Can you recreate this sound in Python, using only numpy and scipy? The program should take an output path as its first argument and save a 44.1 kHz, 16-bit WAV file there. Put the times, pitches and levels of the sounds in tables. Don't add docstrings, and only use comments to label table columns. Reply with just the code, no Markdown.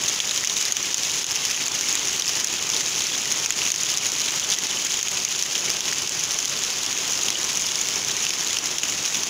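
import sys
import numpy as np
from scipy import signal
from scipy.fft import rfft, irfft
from scipy.io import wavfile
from scipy.ndimage import uniform_filter1d

SR = 44100
rng = np.random.default_rng(int(sys.argv[2]) if len(sys.argv) > 2 else 0)


def digitize_waveform(pressure):
    field = np.atleast_2d(pressure).T
    bounded = np.clip(field, -1, 1)
    quanta = np.round(bounded * 32767).astype(np.int16)
    wavfile.write(sys.argv[1], SR, quanta)


def ratio_of_db(decibels):
    return 10 ** (np.asarray(decibels, float) / 20)


N = 409688

# (time [s], rain level [dB], low wash level [dB])
RAIN_LEVELS = [
    (0.0, -25.5, -41),
    (0.77, -26, -43.5),
    (3.0, -26, -42),
    (3.49, -25.5, -42),
    (6.21, -26.5, -42),
    (9.29, -26.5, -41.5),
]
# (frequency [Hz], level per Hz [dB])
WASH_SPECTRUM = [(18, -13), (30, -19), (140, -1), (221, -2), (330, -1), (395, 1), (470, -2.5), (600, -4.5),
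                 (1060, -2.5), (1500, -6), (2200, -27)]
# (time [s], peak level [dB], splash ring [Hz], length [ms])
NEAR_SPLATS = [(0.3762, -4.9, 6200, .6), (0.6531, -6.7, 5170, .8), (0.7683, -5.3, 6030, 1.1),
               (1.0337, -6.9, 5860, 1), (1.3575, -7.9, 6160, 1.3), (1.4519, -5.1, 5470, .8),
               (1.5113, -7.2, 5600, .8), (1.8104, -6.5, 6070, .7), (1.8866, -7.8, 5340, 1.5),
               (1.9537, -4.3, 6630, .7), (2.1972, -7.3, 5900, 1.5), (2.293, -6.9, 5640, .6),
               (2.626, -6.8, 6590, .9), (2.7007, -6.3, 6120, .9), (2.9948, -7.9, 6590, .6),
               (3.02, -8.1, 6500, 1.5), (4.1188, -7.8, 6460, .6), (4.5012, -7.6, 6500, 1.5),
               (5.1728, -6.3, 6460, .8), (6.0939, -6.6, 6800, .5), (6.3878, -8.5, 5900, 2),
               (7.4311, -7.6, 6460, .8), (7.6209, -8.5, 5770, 1.1), (7.7563, -6.2, 5340, 1.2),
               (7.8871, -6, 6800, .5), (7.9584, -7, 5900, 1.1), (8.0847, -9.3, 5600, .9),
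               (8.1669, -8, 6160, 1.1), (8.5305, -7.5, 6160, .7), (9.0538, -6.2, 6030, .7)]
# (time [s], peak level [dB], puddle ring [Hz], puddle against splash [dB], limiter overshoot [dB])
PUDDLE_PLINKS = [(0.0834, -6.5, 3830, -1, 0), (0.2022, -4.6, 3320, 11, 6.5), (0.2933, -8.5, 3450, 2, 0),
                 (0.3105, -8.9, 3900, 5, 0), (0.439, -8.2, 2200, 0, 0), (0.497, -7.3, 3790, 0, 0),
                 (0.5667, -7.5, 3660, 1, 0), (2.2216, -7.5, 3620, 0, 7.5), (2.7373, -9.2, 3620, 5, 0),
                 (2.7648, -7.9, 3790, 1, 0), (3.5054, -3.7, 1800, -12, 10), (3.6178, -8.5, 2800, 0, 0),
                 (3.6645, -8.6, 2580, -2, 0), (4.5252, -7.1, 3400, 7, 0), (4.5372, -5.5, 3360, 1, 0),
                 (4.5433, -8.1, 3450, -2, 7), (4.9412, -8.4, 3060, 1, 0), (5.5532, -9.5, 3100, 8, 0),
                 (5.9262, -10, 1900, 4, 3.5), (6.6366, -7.6, 3190, 0, 0), (7.2843, -6.6, 2970, 5, 0),
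                 (8.2668, -7.7, 2800, 3, 0), (8.5689, -7.6, 3010, 4, 0), (8.8334, -6.3, 2760, 0, 0)]
# (time [s], peak level [dB], splash ring [Hz], limiter overshoot [dB])
EAVE_DRIPS = [(0.4472, -8.3, 6800, 6.5), (0.4733, -4.4, 5680, 4.5), (0.7227, -6, 6370, 8),
              (0.9438, -4.8, 6630, 5.9), (1.243, -9.5, 6200, 8), (1.6818, -6.1, 6680, 4),
              (2.4451, -6.9, 5990, 4), (3.4607, -6.6, 6420, 5.5), (3.7032, -7.7, 6330, 3.3),
              (3.7183, -5.6, 6420, 6.5), (3.7605, -9, 6290, 6), (3.9733, -5.8, 6370, 5.5),
              (4.3068, -8.2, 6120, 3), (4.3973, -7, 6460, 4.5), (4.5868, -7.9, 5860, 4.5),
              (4.669, -8.6, 6240, 3), (5.0124, -9.7, 6630, 6), (5.0292, -6.1, 6500, 5),
              (5.0837, -7.5, 6550, 4.5), (5.2487, -11, 6200, 5.5), (5.2503, -5.5, 6420, 6),
              (5.4249, -5, 6100, 7), (5.8065, -8.2, 5990, 4), (6.0766, -12, 5400, 7.5),
              (6.4556, -6.4, 6460, 6), (7.3038, -6.7, 5730, 2.9), (8.3058, -6.6, 5640, 4),
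              (8.5868, -6.2, 5730, 4.5), (8.784, -5.3, 5730, 7), (9.2338, -5.7, 6030, 3.5)]
# (frequency [Hz], level [dB])
MIC_RESPONSE = [(500, -19.5), (1500, -11.5), (2300, -6), (3090, -2.5), (4300, -7), (5500, -2.5),
                (6600, 2.5), (7240, -4.5), (8000, -16.5)]
# (frequency [Hz], level [dB])
TREBLE_LEVEL = [(7900, -20.5), (8600, -23), (10500, -20.5), (11200, -25), (12100, -31.5), (14400, -25),
                (15500, -26.5), (15750, -36), (15900, -90)]

SPRAY_DB, SPRAY_S = -12, 0.0026
STRAY_PER_S, STRAY_PEAK_DB = 21, (-14, -9.5)
PUDDLE_HZ, SPLASH_HZ, PUDDLE_DB = (2500, 4400), (5400, 6800), (-17, -6)
DROP_MS, PLINK_MS, DRIP_MS_PER_DB = (.5, 1.3), 1.4, .12
LOOK_AHEAD_S, HOLD_S, RELEASE_DB_PER_S, ATTACK_S = 0.0087, 0.0089, 173, 0.0018
CROSSOVER_HZ, SHIFT_HZ = 7900, 3890


def rms_one(x):
    return x / np.sqrt(np.mean(x ** 2) + 1e-20)


def at_hz(points, hz):
    table = np.array(points)
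    return np.interp(np.log(np.maximum(hz, 5)), np.log(table[:, 0]), table[:, 1])


def colour(x, points):
    cepstrum = irfft(np.log(ratio_of_db(at_hz(points, np.arange(2049) * SR / 4096))))
    cepstrum[1:2048] *= 2
    cepstrum[2049:] = 0
    taps = irfft(np.exp(rfft(cepstrum)))[:2048]
    if x.ndim > 1:
        taps = taps[None]
    return signal.oaconvolve(x, taps, axes=-1)[..., :x.shape[-1]]


def drift(rate):
    r = np.exp(-80 * np.pi * rate / SR)
    slow = signal.lfilter([1], [1, -2 * r, r * r], rng.standard_normal(N // 40 + 2002))[2000:]
    return np.interp(np.arange(N) / 40, np.arange(len(slow)), rms_one(slow))


def decay(hits, seconds):
    return signal.lfilter([1], [1, -np.exp(-1 / (seconds * SR))], hits + 1e-18)


def ring(clicks, hz, cycles):
    r = ratio_of_db(-60 * hz / (cycles * SR))
    w = 2 * np.pi * hz / SR
    return signal.lfilter([1 - r, 0, r - 1], [1, -2 * r * np.cos(w), r * r], clicks + 1e-18)


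def low_wash():
    return rms_one(colour(rng.standard_normal(N), WASH_SPECTRUM)) * ratio_of_db(1.03 * drift(8.5))


def far_hiss(patchy_db):
    edges = [20, 1000, 2000, 4000, 6000, 12000]
    hiss = np.zeros(N)
    for band in zip(edges, edges[1:]):
        sos = signal.butter(2, band, "band", fs=SR, output="sos")
        hiss += signal.sosfilt(sos, rng.standard_normal(N)) * ratio_of_db(patchy_db * drift(5.6))
    return rms_one(colour(hiss, MIC_RESPONSE))


def patter(per_s, spread_db, largest, cycles, crack_db, burst_s):
    sizes = ratio_of_db(spread_db * np.minimum(rng.exponential(1, N), largest))
    landed = sizes * (rng.random(N) < per_s * ratio_of_db(2.2 * drift(35)) / SR)
    jitter = rng.standard_normal(N)
    pitches = np.geomspace(1700, 7800, 12)
    dealt = rng.integers(0, 12, N)
    rings = np.zeros(N)
    for k, hz in enumerate(pitches):
        rings += ring(decay(landed * (dealt == k), burst_s) * jitter, hz, cycles)
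    spray = ratio_of_db(SPRAY_DB) * decay(landed, SPRAY_S)
    crack = (decay(landed, burst_s) + spray) * jitter
    return rms_one(colour(rms_one(rings) + ratio_of_db(crack_db) * rms_one(crack), MIC_RESPONSE))


def limiter_db():
    over = np.zeros(N)
    ramp = RELEASE_DB_PER_S * np.arange(N) / SR
    for s, *_, over_db in EAVE_DRIPS + PUDDLE_PLINKS:
        span = slice(max(round((s - LOOK_AHEAD_S) * SR), 0), round((s + HOLD_S) * SR))
        over[span] = np.maximum(over[span], over_db)
    released = np.maximum.accumulate(over + ramp) - ramp
    r = np.exp(-1 / (ATTACK_S * SR))
    return signal.lfilter([1 - r], [1, -r], released)


def near_drops():
    low, high = np.transpose([(0, N / SR), STRAY_PEAK_DB, PUDDLE_HZ, SPLASH_HZ, PUDDLE_DB, DROP_MS])
    drips = rng.uniform(low, high, (len(EAVE_DRIPS), 6))
    splats = rng.uniform(low, high, (len(NEAR_SPLATS), 6))
    plinks = rng.uniform(low, high, (len(PUDDLE_PLINKS), 6))
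    drips[:, [0, 1, 3]] = np.array(EAVE_DRIPS)[:, :3]
    drips[:, 5] = DROP_MS[0] + DRIP_MS_PER_DB * np.array(EAVE_DRIPS)[:, 3]
    splats[:, [0, 1, 3, 5]] = np.array(NEAR_SPLATS)
    plinks[:, [0, 1, 2, 4]] = np.array(PUDDLE_PLINKS)[:, :4]
    plinks[:, 5] = PLINK_MS
    strays = rng.uniform(low, high, (round(STRAY_PER_S * N / SR), 6))
    return np.vstack([drips, splats, plinks, strays])


def splashes(wobble, crack_db, swell, tail_db, tail_s):
    s, peak_db, puddle_hz, splash_hz, puddle_db, length_ms = near_drops().T[:, :, None]
    t = np.arange(1, 1025) / SR
    age = t / (swell * length_ms / 1000)
    shape = age ** 1.4 * np.exp(1.4 * (1 - age))
    chance = rng.standard_normal((len(s), 3, 1024))
    bend = 1 + wobble * uniform_filter1d(chance[:, :2], size=24, axis=2)
    turns = np.cumsum(np.stack([puddle_hz, splash_hz], axis=1) * bend, axis=2) / SR
    waves = np.sin(2 * np.pi * turns + 9 * chance[:, :2, :1])
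    tones = (ratio_of_db(puddle_db) * waves[:, 0] + waves[:, 1]) * shape
    cracks = colour(chance[:, 2] * np.exp(-t * 6000), MIC_RESPONSE)
    tails = colour(chance[:, 2] * np.exp(-t / tail_s) * np.minimum(age, 1), MIC_RESPONSE)

    out, loss_db = np.zeros(N + 1024), limiter_db()
    starts = np.round(s[:, 0] * SR).astype(int)
    for at, level_db, tone, crack, tail in zip(starts, peak_db, tones, cracks, tails):
        drop = rms_one(tone) + ratio_of_db(crack_db) * rms_one(crack) + ratio_of_db(tail_db) * rms_one(tail)
        out[at:at + 1024] += ratio_of_db(level_db + loss_db[at]) * drop / np.abs(drop).max()
    return out[:N]


def scene():
    s, rain_db, wash_db = np.transpose(RAIN_LEVELS)
    time = np.arange(N) / SR
    rain_db = np.interp(time, s, rain_db)
    wash_db = np.interp(time, s, wash_db)
    fine = patter(per_s=1800, spread_db=-0.5, largest=2.6, cycles=10.2, crack_db=-2.0, burst_s=0.00025)
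    coarse = patter(per_s=320, spread_db=7.0, largest=2.25, cycles=34.0, crack_db=-3, burst_s=0.00059)
    hiss = far_hiss(patchy_db=-0.9)
    rain = ratio_of_db(-3.5) * hiss + ratio_of_db(-3.0) * fine + ratio_of_db(-7.5) * coarse
    wash = low_wash()
    near = splashes(wobble=.1, crack_db=-11, swell=.36, tail_db=-5.5, tail_s=.0055)
    flutter = ratio_of_db(0.85 * drift(45))
    return (flutter * (ratio_of_db(rain_db) * rain + ratio_of_db(wash_db + 2.5) * wash) + near)[None]


def rebuild_treble(x, noise_db, follow_s, sharpen):
    spectrum, hz = rfft(x), np.arange(N // 2 + 1) * SR / N
    upper_half = (hz >= CROSSOVER_HZ - SHIFT_HZ) & (hz < CROSSOVER_HZ)
    flat = spectrum / ratio_of_db(at_hz(MIC_RESPONSE, hz)) * upper_half
    r = np.exp(-1 / (follow_s * SR))
    level = np.sqrt(signal.lfilter([1 - r], [1, -r], irfft(flat, N) ** 2))
    fill = rfft(level * rng.standard_normal(N)) * (hz >= CROSSOVER_HZ)
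    step = round(SHIFT_HZ * N / SR)
    copies = np.roll(flat, step) + np.roll(flat, 2 * step) + ratio_of_db(noise_db) * fill
    treble = irfft(copies * ratio_of_db(at_hz(TREBLE_LEVEL, hz)), N)
    treble = treble * (rms_one(level) + .1) ** sharpen
    return irfft(spectrum * (hz < CROSSOVER_HZ), N) + treble


def top_cut(x):
    return signal.sosfilt(signal.butter(12, 16680, fs=SR, output="sos"), x)


def record(dry):
    limited = dry[0] * ratio_of_db(-limiter_db())
    rounded = limited / (1 + (limited / .8) ** 4) ** .25
    mix = rebuild_treble(rounded, noise_db=9.5, follow_s=0.00023, sharpen=0.064)[None]
    return top_cut(mix)


dry = scene()
out = record(dry)
digitize_waveform(out)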